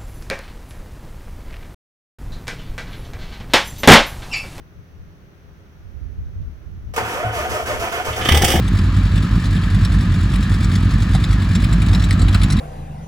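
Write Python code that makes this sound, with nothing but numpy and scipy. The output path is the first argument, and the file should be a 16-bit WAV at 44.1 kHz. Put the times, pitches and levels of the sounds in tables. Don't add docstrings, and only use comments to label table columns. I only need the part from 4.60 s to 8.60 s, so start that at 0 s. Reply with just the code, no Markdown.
import sys
import numpy as np
from scipy import signal
from scipy.fft import rfft, irfft, next_fast_len
from scipy.io import wavfile
from scipy.ndimage import uniform_filter1d, map_coordinates

SR = 44100
rng = np.random.default_rng(int(sys.argv[2]) if len(sys.argv) > 2 else 0)


def transcribe(u):
    v = np.clip(np.atleast_2d(u).T, -1, 1)
    q = np.round(v * 32767).astype(np.int16)
    wavfile.write(sys.argv[1], SR, q)


N = 176400
TIME = np.arange(N) / SR
HALF_EACH_WAY = np.array([[.5], [-.5]])


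def amp(db):
    return 10 ** (np.asarray(db) / 20)


def along(points, hz):
    corner_hz, values = np.transpose(points)
    return np.interp(np.log(hz + 1), np.log(corner_hz + 1), values)


def wobble(rate):
    return map_coordinates(rng.standard_normal(4096), [TIME * rate], mode="wrap")


def filtered(x, response):
    size = next_fast_len(N + SR // 2)
    return irfft(rfft(x, size) * response(np.fft.rfftfreq(size, 1 / SR)), size)[..., :N]


# frequency in Hz, correlation.
COHERENCE = [(60, 0.97), (600, 0.98), (1300, 0.48), (2800, 0.69), (5500, 0.55), (12000, 0.085)]


def spread(pair, coherence=COHERENCE):
    def weights(hz):
        angle = np.arccos(np.clip(along(coherence, hz), -1, 1)) / 2
        return np.array([np.cos(angle), np.sin(angle)])
    mid, side = filtered(pair, weights)
    stereo = np.array([mid + side, mid - side])
    return stereo / np.sqrt(np.mean(stereo ** 2) + 1e-20)


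def noise(spectrum, coherence=COHERENCE, gate=1):
    source = gate * rng.standard_normal((2, N))
    return spread(filtered(source, lambda hz: amp(along(spectrum, hz))), coherence)


def burst(start, attack, t60):
    envelope = np.zeros(N)
    span = slice(int(start * SR), int((start + attack + t60) * SR))
    age = np.arange(*span.indices(N)) / SR - start
    envelope[span] = np.clip(age / attack, 0, 1) * amp(-60 * np.maximum(age - attack, 0) / t60)
    return envelope


def struck(hits, modes, attack, scatter_db):
    ringing = np.zeros(N + SR)
    age = np.arange(SR // 2) / SR
    shapes = np.array([amp(db - 60 * age / t60) * np.sin(2 * np.pi * hz * age) for hz, db, t60 in modes])
    shapes *= np.clip(age / attack, 0, 1)
    for start, db, *_ in hits:
        strengths = amp(db + scatter_db * rng.standard_normal(len(modes)))
        ringing[round(start * SR):][:len(age)] += strengths @ shapes
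    return ringing[:N]


# frequency in Hz, relative level in dB.
HUSH_SPECTRUM = [(15, -72), (25, -29), (82, -6), (119, -10.5), (169, -9.5), (221, -18.5), (399, -20.5),
                 (433, -23.5), (567, -24.5), (919, -31.5), (1410, -28.5), (5280, -45.5), (5880, -41.5),
                 (7500, -56.5), (15500, -48.5)]
# frequency in Hz, rms level in dB.
BUZZ_PARTIALS = [(406, -66.5), (5475, -85), (5679, -85), (5884, -89.5), (6085, -84), (6288, -82.5)]


def night():
    hush = amp(-47.5) * noise(HUSH_SPECTRUM, coherence=[(60, 1.0), (300, 0.67), (1200, 0)])
    buzz = sum(amp(db) * np.sqrt(2) * np.sin(2 * np.pi * hz * TIME) for hz, db in BUZZ_PARTIALS)
    return hush + buzz


# time in seconds, relative level in dB, left minus right in dB.
GUSTS = [(0.0, -49, -2), (0.15, -63, 0), (0.18, -41.5, 16), (0.25, -66, -6.0), (0.38, -44, 9),
         (0.59, -55, -6), (0.92, -55, 6), (1.05, -49, -12), (1.12, -56, 3.5), (1.27, -45, -9),
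         (1.56, -35, -13), (1.6, -32, 2.5), (1.83, -34, -7.5), (1.87, -40.5, 14), (1.92, -40, 14.5),
         (1.96, -46, -16), (2.05, -47.5, -15), (2.32, -33.5, 7.5)]
# frequency in Hz, relative level in dB.
GUST_SPECTRUM = [(20, -10), (45, 0.5), (80, 3), (130, -12.5), (190, -15.5), (300, -31.5), (600, -53.5),
                 (1300, -100)]


def breeze(gain_db=5.5, flicker_db=3.7):
    times, level_db, balance_db = np.transpose(GUSTS)
    ports_db = np.interp(TIME, times, level_db, right=-43)
    ports_db = ports_db + np.interp(TIME, times, balance_db, right=0) * HALF_EACH_WAY
    ports_db = uniform_filter1d(ports_db, size=900, axis=1)
    envelope = amp(gain_db + ports_db + flicker_db * wobble(22.03))
    return envelope * noise(GUST_SPECTRUM, coherence=[(60, 0)])


# frequency in Hz, bandwidth in Hz, relative gain in dB.
HOUSING_MODES = [(300.7, 20.6, -0.5), (449, 21, 6), (523, 18, 0.5), (593, 18, 2), (708, 26, 4),
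                 (754.6, 8.9, 7.5), (902, 38, -0.5), (942, 29, 1.5), (990, 84, -0.5), (1255, 70, 0.5),
                 (1442, 93, -3.5), (1790, 97, -6), (2250, 390, -9)]


def housing(force):
    def response(hz):
        return sum((-1) ** k * amp(db) * 1j * hz * width / (centre ** 2 - hz ** 2 + 1j * hz * width)
                   for k, (centre, width, db) in enumerate(HOUSING_MODES))
    return spread(filtered(force, response))


# start in seconds, clank level in dB, click level in dB, t60 in seconds.
PINION_IMPACTS = [(2.337, -33.5, -37.5, 0.36), (2.362, -22.5, -26, 0.11), (2.378, -16, -36, 0.11)]
# frequency in Hz, relative level in dB.
RASP_SPECTRUM = [(1500, -10.5), (2900, -1.5), (3800, -12.5), (4900, -10), (6200, -7.5), (7400, -11.5),
                 (8200, -11), (9500, -19), (11200, -11.5), (13500, -21), (16000, -20.5)]


def engagement():
    clank = sum(amp(db) * burst(start, 0.00069, t60) for start, db, _, t60 in PINION_IMPACTS)
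    click = sum(amp(db) * burst(start, 0.0015, t60) for start, _, db, t60 in PINION_IMPACTS)
    return clank * housing(rng.standard_normal((2, N))) + click * noise(RASP_SPECTRUM)


# start, rasp rise time and length in seconds, gear and rasp levels in dB.
COMPRESSIONS = [(2.398, 0.09, 0.24, -3, -1), (2.714, 0.036, 0.18, 0, 0.5), (2.886, 0.018, 0.15, 0, 2),
                (3.052, 0.012, .13, 1.5, 2.5), (3.192, 0.0086, 0.114, 0.5, 3), (3.314, 0.01, .11, 2, 2.5),
                (3.444, 0.0098, 0.082, 1, 6), (3.558, 0.0052, 0.0734, 1, 6.5), (3.637, 0.016, .07, -1, 9.5)]


def compression(rasp_lead_s=0.091, rasp_t60=0.58):
    load, scrape = np.zeros((2, N))
    for start, rise, length, gear_db, rasp_db in COMPRESSIONS:
        age = TIME - start
        span = (age > 0) & (age < length)
        load[span] += amp(gear_db) * np.sin(np.pi * (age[span] / length) ** 0.95) ** 0.41
        fall_db = 60 * np.maximum(age - (length - rasp_lead_s), 0) / rasp_t60
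        scrape = np.maximum(scrape, np.clip(age / rise, 0, 1) * amp(rasp_db - fall_db))
    return load, scrape


# time in seconds, gear mesh frequency in Hz, relative whine level in dB.
MESH_COURSE = [(2.37, 330, -13), (2.45, 445, -9), (2.55, 524.3, -9), (2.6, 600.6, 3.5), (2.66, 745, 2.5),
               (2.74, 745, -3.5), (2.795, 599.5, 1.5), (2.86, 753, 3), (2.9, 724, -16), (2.95, 601.8, 5),
               (3.04, 746.2, -12.5), (3.104, 608.3, 3), (3.149, 559.4, -10.5), (3.225, 696.6, 3),
               (3.27, 620.2, -20), (3.346, 701.8, 5), (3.372, 692.3, -16), (3.405, 754, 7),
               (3.435, 740, -17), (3.475, 630, 4), (3.54, 616.4, -19)]
# multiple of the mesh frequency, relative level in dB.
WHINE_HARMONICS = [(1, -30), (2, -38.5), (3, -45.5), (4, -49)]
# frequency in Hz, relative level in dB.
GRIND_SPECTRUM = [(90, -14), (230, -3.5), (440, 4.5), (545, -15), (700, -4), (830, -2.5), (1000, -10),
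                  (1450, 1.5), (1600, -2.5), (2200, -5), (2650, -8), (3050, -8.5), (3400, -9), (3800, -29),
                  (6000, -30), (10000, -70)]


def starter(on_s=2.365, off_s=3.76, fade_s=0.01, inrush=2.5, inrush_s=0.39, flutter=0.012):
    load, scrape = compression()
    running = np.clip((TIME - on_s) / fade_s, 0, 1) * np.clip((off_s - TIME) / fade_s, 0, 1)
    age = np.maximum(TIME - on_s, 0)
    base_load = 0.26 * (1 + inrush * np.exp(-(age / inrush_s) ** 4))
    strain = np.maximum(load, base_load)
    times, pitches, whine_db = np.transpose(MESH_COURSE)
    mesh_hz = np.interp(TIME, times, pitches) * (1 + flutter * wobble(130))
    phase = 2 * np.pi * np.cumsum(mesh_hz) / SR
    teeth = amp(1.5 * np.cos(phase) + 0.75 * wobble(350))
    harmonics = sum(amp(db + 3.4 * wobble(70)) * np.sin(k * phase) for k, db in WHINE_HARMONICS)
    whine = np.sqrt(2) * amp(np.interp(TIME, times, whine_db)) * harmonics
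    ring = amp(-28.5) * housing(teeth * rng.standard_normal((2, N)))
    grind = amp(-30) * noise(GRIND_SPECTRUM, gate=teeth)
    rasp = amp(-35) * (0.14 + scrape) * noise(RASP_SPECTRUM, gate=teeth)
    return running * (whine + strain * (ring + grind) + rasp)


# start in seconds, relative level in dB.
AIR_PUFFS = [(2.406, -23.5), (2.646, -21.5), (2.799, -28), (2.904, -33), (3.08, -34.5), (3.201, -29),
             (3.36, -33), (3.484, -21.5), (3.599, -18.5), (3.66, -20)]
# frequency in Hz, relative level in dB, t60 in seconds.
PIPE_MODES = [(37.5, -4, 0.083), (73.6, -1.5, 0.3), (108.6, -2, 0.47), (155, -11, .2)]


def puffs():
    return amp(1) * struck(AIR_PUFFS, PIPE_MODES, attack=0.0059, scatter_db=3)


# start in seconds, knock level in dB, sizzle level in dB, t60 in seconds.
IGNITIONS = [(3.525, -24.5, -47, 0.096), (3.611, -21, -42, 0.15), (3.652, -16, -33, 0.064),
             (3.686, -8, -21, 0.038), (3.718, -9.5, -17, 0.037), (3.745, -15.5, -19, 0.073),
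             (3.77, -12.5, -15.5, 0.031), (3.818, -12, -15.5, 0.049), (3.843, -10.5, -12, 0.059),
             (3.877, -18, -19.5, 0.12), (3.899, -21, -25.5, 0.15), (3.915, -23.5, -27, 0.12),
             (3.955, -19, -27.5, 0.095), (3.986, -25, -58, .08)]
# frequency in Hz, relative level in dB.
BLOCK_SPECTRUM = [(300, 2), (770, -4.5), (1000, -14), (1200, -0.5), (1450, -6), (1900, 0), (2250, -4),
                  (2600, -4.5), (3050, 2.5), (3500, 0), (4100, -17), (5000, -15), (9000, -57)]
SIZZLE_SPECTRUM = [(2500, -39), (4150, -22), (4700, -1), (5200, -2.5), (5700, 2), (6200, -2.5),
                   (7400, -6.5), (8400, -1.5), (9900, -12.5), (11400, -3.5), (13000, -13), (16000, -7.5)]
# frequency in Hz, relative level in dB, t60 in seconds.
FITTING_MODES = [(1708, -5, 0.37), (2006, -4.5, 0.59), (2176, -3.5, 0.34), (2236, 1, 0.15),
                 (2937, -4, 0.091), (3030, 6, 0.13), (3150, -2, 0.13), (3310, -1, 0.13), (4540, -16, .15),
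                 (5500, -6, 0.16), (8800, -9, .12)]


def combustion(rattle_db=2):
    knock = sum(amp(db) * burst(start, 0.0049, t60) for start, db, _, t60 in IGNITIONS)
    sizzle = sum(amp(db) * burst(start, 0.0048, t60) for start, _, db, t60 in IGNITIONS)
    rattle = amp(rattle_db * wobble(900))
    fittings = amp(-17) * struck(IGNITIONS, FITTING_MODES, attack=0.0018, scatter_db=2)
    block = knock * noise(BLOCK_SPECTRUM, gate=rattle)
    return block + sizzle * noise(SIZZLE_SPECTRUM, gate=rattle) + fittings


# start in seconds, relative thump and bark levels in dB.
EXHAUST_BLASTS = [(3.713, -5, -18.5), (3.738, -8, -15), (3.766, -14, -16), (3.813, -5, -15),
                  (3.834, -6.5, -12.5), (3.879, -8.5, -15), (3.907, -19, -20), (3.937, -12, -12),
                  (3.952, -10, -20), (3.975, -6.5, -27), (3.990, -19, -16.5)]
# frequency in Hz, relative level in dB.
BARK_SPECTRUM = [(60, 1), (160, 8.5), (260, -2), (380, 1), (540, -4), (650, -5), (780, 1.5), (1000, -16.5),
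                 (2500, -30.5)]


def exhaust():
    thump_modes = [(75.6, 1, 0.21), (108, -7, 0.09)]
    thumps = -amp(-2) * struck(EXHAUST_BLASTS, thump_modes, attack=0.0049, scatter_db=2.5)
    bark = sum(amp(db) * burst(start, attack=0.0018, t60=0.11) for start, _, db in EXHAUST_BLASTS)
    return thumps + bark * noise(BARK_SPECTRUM)


# frequency in Hz, t60 in seconds.
YARD_DECAY = [(100, 0.3), (1500, 0.35), (12000, 0.28)]


def yard(source):
    diffuse = spread(rng.standard_normal((2, N)))[:, :SR // 2]
    band_hz, age, bands = signal.stft(diffuse, SR, nperseg=256)
    decay = amp(-60 * age / along(YARD_DECAY, band_hz)[:, None])
    tail = signal.istft(bands * decay, SR, nperseg=256)[1]
    reflections = signal.fftconvolve(source, tail / np.linalg.norm(tail[0]), axes=1)[:, :N]
    return filtered(reflections, lambda hz: amp(along([(110, -14), (400, 3)], hz)))


# frequency in Hz, left minus right in dB.
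TRUCK_BALANCE = [(60, 1.5), (500, 1.5), (1100, -2.6), (2200, -1), (3300, -3), (5500, -2), (9000, -2),
                 (14000, -5.5)]


def scene(starter_lag_s=0.00017):
    delays = starter_lag_s * HALF_EACH_WAY
    cranking = filtered(engagement() + starter(), lambda hz: np.exp(-2j * np.pi * hz * delays))
    truck = cranking + puffs() + combustion() + exhaust()
    truck = truck + amp(-7.5) * yard(truck)
    truck = filtered(truck, lambda hz: amp(along(TRUCK_BALANCE, hz) * HALF_EACH_WAY))
    return night() + breeze() + truck


def record(dry):
    rounded = dry / (1 + np.abs(dry) ** 6) ** (1 / 6)
    return filtered(rounded, lambda hz: hz < 16050)


dry = scene()
out = record(dry)
transcribe(out)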